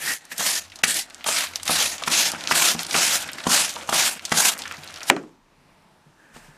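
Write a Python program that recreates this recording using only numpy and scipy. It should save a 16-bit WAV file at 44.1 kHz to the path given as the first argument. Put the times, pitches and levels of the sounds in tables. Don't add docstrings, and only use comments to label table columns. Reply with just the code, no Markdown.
import sys
import numpy as np
from scipy import signal
from scipy.fft import rfft, irfft
from scipy.io import wavfile
from scipy.ndimage import uniform_filter1d

SR = 44100
rng = np.random.default_rng(int(sys.argv[2]) if len(sys.argv) > 2 else 0)


def log_audio(samples):
    frames = np.atleast_2d(samples).T
    limited = np.clip(frames, -1, 1)
    pcm = np.round(limited * 32767).astype(np.int16)
    wavfile.write(sys.argv[1], SR, pcm)


def boost_factor(decibels):
    exponent = np.asarray(decibels, float) / 20
    return 10 ** exponent


N = 289736

# f/Hz, level/dB, t60/s
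PIT_MODES = [(87, -19, 0.215), (167.5, 3, 0.26), (238, 10.5, 0.065), (320, 11.5, 0.055), (514, -9, 0.173)]


def curve(rows):
    rows = np.array(sorted(rows, key=lambda r: r[0]))
    return [np.interp(np.arange(N) / SR, rows[:, 0], c) for c in rows[:, 1:].T]


def walk(rate):
    k = int(SR / rate)
    held = np.repeat(rng.standard_normal(N // k + 1), k)
    return 1.68 * uniform_filter1d(uniform_filter1d(held, k), k)[:N]


def blend(*levels_db):
    return 10 * np.log10(sum(boost_factor(db) ** 2 for db in levels_db) + 1e-20)


def presses(rows):
    s, rise, hold, lift, db = np.array(rows).T[:, :, None]
    since = np.arange(N) / SR - s
    edge = np.clip(-since / rise, 0, 9) ** 1.31 + np.clip((since - hold) / lift, 0, 9) ** 1.53
    lean_db = -0.1 * (np.clip(since / hold, 0, 1) - .5)
    return db - 28 * edge + lean_db, since


def bandpass(x, low_hz, high_hz):
    return signal.sosfilt(signal.butter(2, [low_hz, high_hz], btype="bandpass", fs=SR, output="sos"), x)


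def banded(source, shape, centres, levels_db, patchy_db, rate):
    hz = np.fft.rfftfreq(N, 1 / SR) + 1
    shape_hz, shape_db = np.array(shape).T
    spectrum = rfft(source) * boost_factor(np.interp(np.log(hz), np.log(shape_hz), shape_db))
    spectrum = spectrum / irfft(spectrum, N).std()
    out = 0
    for step in np.arange(15, 43):
        third = np.clip(1 - np.abs(3 * np.log2(hz) - step), 0, 1)
        place = np.interp(step / 3, np.log2(centres), np.arange(len(centres)))
        db = sum(max(1 - abs(place - k), 0) * level for k, level in enumerate(levels_db))
        out = out + boost_factor(db + patchy_db * walk(rate)) * irfft(spectrum * third, N)
    return out


def ring(modes, detune, stretch):
    t = np.arange(SR // 3) / SR
    y = np.zeros(len(t))
    for (hz, db, t60), d in zip(modes, detune):
        y += boost_factor(db) * np.sin(2 * np.pi * hz * d * t) * 1000. ** (-t / (t60 * stretch))
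    return y / np.abs(y).max()


def burst(hz, width, t60, tick=0.39, power=1):
    t = np.arange(int(SR * (.02 + t60))) / SR
    low_hz, high_hz = np.clip([hz / width, hz * width], 30, .4 * SR)
    decay = 1000. ** -((t / max(t60, .003)) ** power)
    onset = 1 - np.exp(-(t + 1e-4) / (0.0024 * (power - 1) + 1e-5))
    fade = decay * onset + tick * np.exp(-t / 0.00018)
    y = bandpass(rng.standard_normal(len(t)) * fade, low_hz, high_hz)
    return y / np.abs(y).max()


def add(track, s, sound):
    i = int(s * SR)
    track[i:i + len(sound)] += sound[:N - i]


def steady(low_hz, high_hz):
    noise = bandpass(rng.standard_normal(N), low_hz, high_hz)
    return noise / noise.std()


def cellar():
    # f/Hz, level/dB per Hz
    air_tone = [(12, -45.5), (20, -23), (112, -11), (148, -0.5), (491, -10), (631, -9.5), (788, -12),
                (881, -6), (985, -11), (9130, -30.5), (15500, -41.5)]
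    # t/s, level/dB
    gain_ride = [(5.09, -13), (5.2, -2), (5.4, -10), (5.7, -4.5), (6.0, -6), (6.16, -6.5), (6.2, -4),
                 (6.57, -2.5)]
    # t/s, rise/s, hold/s, lift/s, level/dB
    sleeve_moves = [
        (6.35, 0.034, 0.014, .12, -40.5),
        (6.45, .1, 0.0035, .12, -45),
        (6.56, 0.1, .01, .1, -55),
    ]
    # t/s, rise/s, hold/s, lift/s, level/dB
    swells = [(.66, .5, 0.07, 0.28, -59.5), (1.66, .8, 0.068, 0.6, -54.5), (2.3, .8, 0.12, .8, -58),
              (3.07, .7, 0.15, .5, -59), (3.71, .5, 0.33, .9, -61), (4.78, .8, 0.19, .3, -58.5)]
    gain = curve(gain_ride)[0]
    sleeve = blend(*presses(sleeve_moves)[0])
    levels = [gain - 54.5, blend(gain - 51, sleeve - 6.5), blend(gain - 50.5, sleeve)]
    air = banded(rng.standard_normal(N), air_tone, (200, 1400, 7000), levels, 1.0, 4)
    drone_db = blend(*presses(swells)[0], 1.5 * gain - 66)
    deep_db = blend(1.1 * np.minimum.accumulate(gain) - 56.5 + 2.5 * walk(2.4), sleeve - 16)
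    drone = steady(78.8, 96) * boost_factor(drone_db)
    deep = steady(22, 37) * boost_factor(deep_db)
    opened = np.clip((np.arange(N) / SR - 6.17) / 0.026, 0, 1)
    pipe = steady(1520, 1800) * boost_factor(-60) * opened
    return air + drone + deep + pipe


def grit():
    # t/s, peak
    # level/dB, centre f/Hz, t60/s
    loose_grit = [(0.209, -33, 2750, 0.043), (0.2525, -21, 6700, 0.017), (0.2914, -39, 3380, 0.026),
                  (0.38, -7, 7200, 0.054), (0.7, -26, 3970, 0.03), (0.719, -27, 2710, 0.054),
                  (0.7578, -19, 5400, 0.047), (0.7893, -20.5, 4630, 0.042), (1.1, -25, 5600, 0.031),
                  (1.106, -24, 2718, 0.029), (1.1455, -13.5, 5430, 0.025), (1.209, -23.5, 2430, 0.14),
                  (1.2425, -12, 2760, 0.028), (1.47, -12.5, 2650, 0.061), (1.492, -30, 3240, 0.042),
                  (1.536, -18, 3250, 0.015), (1.558, 0.5, 4750, 0.017), (1.5986, -17.5, 2740, 0.035),
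                  (1.6317, -9, 6260, 0.023), (1.655, -10, 6798, 0.027), (1.6782, -1.5, 4160, 0.027),
                  (1.9816, -11.5, 4400, 0.04), (2.0369, -3, 3380, 0.019), (2.318, -6.5, 6500, 0.017),
                  (2.348, -15, 1615, 0.022), (2.4085, -16, 3480, 0.024), (2.4393, -13, 2710, 0.028),
                  (2.474, 1.5, 4260, 0.014),
                  (2.7924, -5, 3400, 0.0336), (2.832, -11.5, 4200, 0.033), (2.8664, -10.5, 5890, 0.028),
              (2.9098, -7, 3670, 0.041), (3.243, -17, 3030, 0.039), (3.277, -21, 3870, 0.033),
              (3.2887, -13.5, 2230, 0.07), (3.318, -26, 2380, 0.047), (3.3323, -13, 5800, 0.026),
              (3.3546, -24, 7000, 0.015), (3.3838, -16, 2270, 0.028), (3.403, -18, 2310, 0.034),
              (3.438, -17, 2960, 0.028), (3.7395, -15, 6930, 0.011), (3.7608, -10.5, 3670, 0.022),
              (3.8112, -17, 2363, 0.017), (4.153, -21, 2750, 0.029), (4.1947, -13.5, 3070, 0.02),
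              (4.252, -6.5, 4790, 0.047), (4.2946, -30, 2453, 0.029),
                  (4.5707, -23.5, 1310, 0.026), (4.592, -19.5, 1640, 0.046), (4.74, -22, 1300, 0.055),
              (4.7233, -15.5, 5330, 0.015), (4.59, -12.5, 5550, 0.094), (4.6203, -9.5, 3680, 0.021),
              (4.6378, -16, 2760, 0.036), (4.6547, -16, 1970, 0.042), (4.6741, -16, 1900, 0.067),
              (4.7119, -10.5, 1830, 0.028), (4.718, -21, 1660, 0.13), (4.8364, -24.5, 2850, 0.087),
              (4.876, -28, 3090, 0.04), (4.888, -20.5, 3060, 0.032), (4.9417, -17.5, 3070, 0.049),
              (4.9601, -20.5, 3060, 0.049), (4.974, -26, 2760, 0.045), (4.906, -26.5, 3500, .025),
              (5.006, -19.5, 3000, 0.029), (5.016, -17.5, 1815, 0.03), (5.024, -20.5, 1513, 0.035),
              (5.031, -16, 5160, 0.065), (5.0789, -24, 2960, 0.03)]
    flicks = [(0.4055, -12, 8100, 0.02), (0.944, -10, 8190, 0.02), (2.394, -29, 7260, 0.018),
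              (2.4074, -27, 7090, 0.02), (2.4386, -19, 6300, 0.02), (2.4894, -19, 6610, 0.02),
              (2.7636, -26, 4970, 0.02), (2.848, -20, 4820, 0.022), (2.931, -11, 5760, 0.02),
              (3.2094, -20, 6690, 0.02), (3.277, -24, 7970, 0.02), (3.2874, -33, 7110, 0.02),
              (3.3754, -35, 4550, 0.02), (3.4017, -31, 4890, 0.02), (3.4411, -19, 5600, 0.02),
              (3.4999, -17, 5030, 0.02), (3.6935, -13.5, 5930, 0.02), (3.7164, -24, 7060, 0.02),
              (3.8751, -23, 6260, 0.02), (4.1535, -27, 5180, 0.02), (4.2228, -34, 5220, 0.02),
              (4.2946, -21, 6300, 0.02), (4.578, -20, 6890, 0.022), (4.6244, -27, 5600, 0.02),
              (4.678, -22, 5680, 0.02), (4.7686, -29, 4890, 0.02), (4.835, -26, 4770, 0.02),
              (4.8444, -38, 4920, 0.02), (4.8753, -25, 4800, 0.02), (4.9054, -34, 5720, 0.02),
              (4.9244, -36, 7330, 0.02), (4.9407, -27, 5460, 0.02), (4.9591, -31, 5730, 0.02),
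              (4.9731, -25, 4800, 0.02), (4.9974, -30, 4500, 0.02), (5.031, -24, 5270, 0.022),
              (5.2295, -42, 6600, 0.024), (5.2744, -51, 5580, 0.02)]
    specks = [(1.2426, -22, 10900, 0.015), (2.0747, -20, 9850, 0.015), (2.3176, -26, 9350, 0.015),
              (2.3444, -38, 11500, 0.015), (2.7926, -30, 12600, 0.015), (2.832, -17, 9500, 0.015),
              (3.2294, -28, 9560, 0.015), (3.2774, -36, 9720, 0.015), (3.317, -26, 11200, 0.017),
              (3.3827, -38, 11400, 0.015), (3.4017, -33, 9740, 0.015), (4.1799, -42, 9840, 0.015),
              (4.1929, -38, 9840, 0.015), (4.2228, -39, 10900, 0.015), (4.2946, -34, 10700, 0.015),
              (4.585, -22, 12000, 0.015), (4.5904, -27.5, 9770, 0.015), (4.6354, -43, 9740, 0.015),
              (4.7152, -34, 11000, 0.015), (4.7204, -34, 11900, 0.015), (4.7456, -39, 9660, 0.015),
              (4.7905, -40, 10200, 0.015), (4.8155, -40, 11600, 0.015), (4.8424, -30, 10700, 0.015),
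              (4.9048, -41, 9520, 0.015), (4.9407, -36, 10100, 0.015), (4.9606, -36, 9540, 0.014),
              (4.9964, -42, 10300, 0.015)]
    # t/s, peak level/dB
    thumps = [(4.781, -43.5), (5.579, -59.5), (5.645, -62.5), (6.065, -51.5), (6.108, -62.5), (6.483, -49)]
    out = np.zeros(N)
    for s, db, hz, t60 in loose_grit:
        add(out, s, boost_factor(db - 6.0) * burst(hz, 1.58, t60, tick=2.7))
    for s, db, hz, t60 in flicks + specks:
        add(out, s, boost_factor(db - 1.5) * burst(hz, 1.35, t60, tick=2.2))
    for s, db in thumps:
        add(out, s, boost_factor(db + 5.5) * ring([(148.0, 4.5, 0.38), (172.3, -12.5, 0.21)], (1, 1), 1.0))
    return out


def shudder():
    # centre f/Hz, level/dB, t60/s
    shudder_bands = [(200, -30.5, 0.44), (320, -18, 0.36), (600, -17, 0.16), (880, -10.5, 0.032),
                     (1402, -18, 0.15), (2120, -21, 0.13), (6050, -33.5, 0.25)]
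    # t/s, peak level/dB, shudder level/dB, crack minus peak level/dB, body pitch f/Hz
    bounces = [
        (5.0995, 6.5, 0.5, -7, 1780),
        (5.1645, -22, -11.5, -36, 2600),
        (5.235, -41, -33, -10, 914),
        (5.293, -49, -54, -5, 700),
    ]
    bounce_t60 = 0.0091
    out = np.zeros(N)
    for s, db, shudder_db, crack_db, hz in bounces:
        add(out, s, boost_factor(db) * burst(hz, 1.65, 0.58 * bounce_t60, tick=.6, power=1.6))
        add(out, s, boost_factor(db + crack_db) * burst(7600, 1.1, .3 * bounce_t60, tick=0.32))
        add(out, s + 0.00039, boost_factor(shudder_db - 18.5) * ring(PIT_MODES, (1, 1, 1, 1, 1), 0.43))
        for band_hz, band_db, t60 in shudder_bands:
            add(out, s + 0.0011, boost_factor(shudder_db + band_db) * burst(band_hz, 1.3, t60))
    return out


def knocks():
    # t/s, peak level/dB, thud
    # minus peak level/dB, crack minus peak level/dB, body pitch f/Hz
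    block_hits = [(0.316, -17, -26, -10, 1840), (0.404, -13.5, -25, -6, 900), (.79, -28.5, -29, -25.5, 822),
                  (1.243, -25.5, -30, -25, 900), (2.849, -31, -30.5, -25, 960), (0.836, 2, -31, -5, 1947),
                  (1.262, -11, -26, -1, 920), (1.284, -9.5, -30, 1, 830), (1.694, -9, -15, -21, 910),
                  (2.021, -14, -31, -7.5, 875), (2.075, -6.5, -19.5, -1, 1340), (2.335, -18, -14, -25, 763),
                  (2.511, -1, -49, -18.5, 1206), (2.52, -3.5, -22.5, -21.5, 1885),
                  (2.749, -20, -4.5, -17, 910), (2.943, -4.5, -32, -12, 1970),
                  (2.949, -4.5, -21, -19.5, 930), (3.456, -22.5, -20, -7, 900),
                  (3.467, -5.5, -10.5, -4.5, 864), (3.499, -15, -32.5, -6.5, 1048),
                  (3.574, -18, -33.5, -18.5, 1070), (3.764, -17.5, -36.5, -17, 930),
                  (3.89, -6, -24, -4.5, 970), (3.925, -6, -22, -8, 920), (4.318, -2, -17.5, -4, 1088),
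                  (6.362, -32, -8.5, -3, 850)]
    # f/Hz, level/dB, t60/s
    block_modes = [(825, -1.5, 0.035), (1381, 0, 0.0085), (1960, -1.5, 0.0116), (2980, 3, 0.038),
                   (4200, -6.5, 0.0205)]
    t60 = 0.016
    out = np.zeros(N)
    for s, db, thud_db, crack_db, hz in block_hits:
        detune = 1 + np.array([[.08], [.04]]) * rng.standard_normal((2, 5))
        add(out, s - .001, boost_factor(db - 6.0) * burst(hz, 1.44, t60, tick=0, power=2.3))
        add(out, s, boost_factor(db - 10.0) * ring(block_modes, detune[0], t60 / 0.029))
        add(out, s, boost_factor(db + crack_db - 4.5) * burst(4700, 1.8, 0.96 * t60, tick=0, power=3.9))
        add(out, s + 0.001, boost_factor(db + thud_db + 4.5) * ring(PIT_MODES, detune[1], 0.89))
    return out


def twangs(drag):
    out, t = np.zeros(N), np.arange(SR // 20) / SR
    for place, pitch, size, length in rng.random((1200, 4)):
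        span = .005 * (.5 + length)
        hz = 1500 * (12000 / 1500) ** pitch
        pluck = np.e * t / span * 2 * np.exp(-2 * t / span)
        level = boost_factor(drag[int(place * N)] - 6 - 13 * size)
        add(out, place * N / SR, level * np.sin(2 * np.pi * hz * t) * pluck)
    return out


def bristles():
    # f/Hz, level/dB per Hz
    bristle_tone = [(65, -45.5), (110, -21), (150, -9.5), (301, -6.5), (419, -12), (672, -3.5), (1220, -6),
                    (1350, -2.5), (1960, -3), (2410, 0), (6870, 2.5), (10800, -3), (15000, -14.5)]
    region_hz = [
        300,
        1300,
        4500,
        11500,
    ]
    # full pressure t/s, rise/s, hold/s, lift/s, bristle tips level/dB
    strokes = [(.065, 0.16, 0.05, 0.089, -27.5), (.41, 0.057, 0.17, 0.033, -23),
               (.885, 0.043, 0.032, 0.053, -21.5), (.95, 0.035, 0.048, 0.061, -24),
               (1.275, 0.028, 0.13, 0.11, -24.5), (1.72, 0.1, 0.087, 0.2, -22),
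               (2.13, 0.064, .11, 0.12, -19), (2.56, 0.044, 0.13, 0.088, -18.5),
               (2.98, 0.11, 0.14, .13, -18.5), (3.52, 0.055, 0.052, 0.18, -18),
               (3.96, 0.079, 0.084, .12, -20), (4.38, 0.062, .11, 0.033, -18.5)]
    scuffs = [(.321, 0.031, .004, 0.033, -35), (.605, .03, 0.0091, 0.13, -40.5),
              (0.836, 0.0039, .01, 0.023, -21), (1.562, 0.02, .004, 0.028, -35.5),
              (2.069, 0.023, 0.0055, 0.03, -32), (2.517, 0.052, .006, 0.024, -24.5),
              (2.807, 0.056, .004, 0.064, -31.5), (3.773, 0.04, .004, 0.073, -44.5),
              (4.125, 0.092, 0.014, 0.018, -35), (4.26, 0.028, .004, 0.046, -45),
              (4.324, 0.051, .006, 0.05, -32.5), (3.209, .03, .015, 0.022, -32),
              (4.518, 0.033, 0.012, 0.028, -30.5), (5.087, 0.034, .015, 0.059, -27.5)]
    # t/s, level/dB
    dust_fall = [(0, -62), (.24, -55.5), (.75, -55.5), (1.15, -52), (1.53, -49), (2.01, -44), (2.42, -39.5),
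                 (2.88, -41), (3.3, -45), (3.45, -42.5), (3.83, -44), (4.22, -47.5), (4.55, -43),
                 (4.72, -44.5), (4.84, -47), (5.04, -48.5), (5.1, -48)]
    # t/s, pitch of the air gap under it f/Hz, gap against body level/dB,
    # body against tips level/dB, finest tips against tips level/dB
    tilt = [(.085, 1840, 2.5, -6.5, -4.5), (.2, 1844, 2, -7, -6.5), (.41, 1840, -6, -4.5, -5.5),
            (.57, 1787, 1.5, -11.5, -6), (.66, 1762, -19, -12.5, -12.5), (.87, 1692, 0, -14, -7.5),
            (1.0, 1950, 1.5, -15, -7), (1.28, 1820, -39, -2.5, -5.5), (1.7, 1880, -33, -1, -9),
            (1.85, 1850, -9, -5.5, -6.5), (2.2, 1720, -12.5, -7, -10), (2.6, 1720, -23, -4, -8),
            (3.1, 1710, -26, -5.5, -9), (3.25, 1573, 3, -7, -6), (3.55, 1790, -16.5, -5, -8.5),
            (4.0, 1800, -21, -3, -6.5), (4.45, 1700, -20.5, -5.5, -6.5), (5.09, 1600, -9, -7, -6)]
    press, since = presses(strokes + scuffs)
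    hz, gap_db, body_db, fine_db = curve(tilt)
    dust, drag = curve(dust_fall)[0], blend(*press)
    tips = blend(drag, dust)
    body = blend(drag + body_db, dust + 4)
    landing_db = 6 * np.exp(-np.clip(since, 0, 9) / 0.021)
    boom = blend(*(press - 21.5 + landing_db), dust - 5)
    fine = blend(drag + fine_db, dust - 13)
    busy = np.interp(tips, [-45, -28], [.3, .8])
    slips = (rng.random(N) < busy) * rng.standard_normal(N) / np.sqrt(busy)
    slips = slips * boost_factor(.9 * walk(45) + 1.2 * walk(220) + 1.2 * (1 - busy) * walk(150))
    levels = [boom + 21, body + 9, tips + 0.4, fine + 8]
    scrape = banded(slips, bristle_tone, region_hz, levels, 1.66, 23.99)
    sway = signal.lfilter(*signal.butter(1, 85, fs=SR), slips + 1j * np.roll(slips, N // 3))
    hollow = np.real(sway * np.exp(2j * np.pi * np.cumsum(hz) / SR)) / np.real(sway).std()
    hollow = hollow * boost_factor(blend(drag + body_db, dust) + gap_db + 2.1 * walk(25))
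    lifted_db = np.interp(np.arange(N) / SR, [5.097, 5.103, 5.3], [0, -20, -70])
    return (scrape + twangs(drag) + hollow) * boost_factor(lifted_db)


def walls(hits):
    t = np.arange(SR // 2) / SR
    echo = signal.lfilter(*signal.butter(1, 1900, fs=SR), rng.standard_normal(len(t)))
    echo = echo * 1000. ** (-t / 0.16) * (t > .004)
    return signal.fftconvolve(hits, echo / np.linalg.norm(echo))[:N] * boost_factor(-14)


def scene():
    thin = signal.butter(2, 90, btype="highpass", fs=SR, output="sos")
    hits, drop = signal.sosfilt(thin, [knocks() + grit(), shudder()])
    return np.tile(bristles() + hits + walls(hits) + drop + cellar(), (2, 1))


def roll_off(x):
    return signal.sosfilt(signal.butter(12, 16030, fs=SR, output="sos"), x)


def record(dry):
    duck_s = [
        .8225,
        .8245,
        .8315,
        .8335,
    ]
    cut = signal.sosfilt(signal.ellip(9, .5, 45, 15000, fs=SR, output="sos"), dry)
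    bass = signal.sosfiltfilt(signal.butter(6, 1200, fs=SR, output="sos"), cut)
    treble = (cut - bass) * np.interp(np.arange(N) / SR, duck_s, [1, 0, 0, 1])
    return roll_off(np.clip(bass + treble, -1, 1))


dry = scene()
out = record(dry)
log_audio(out)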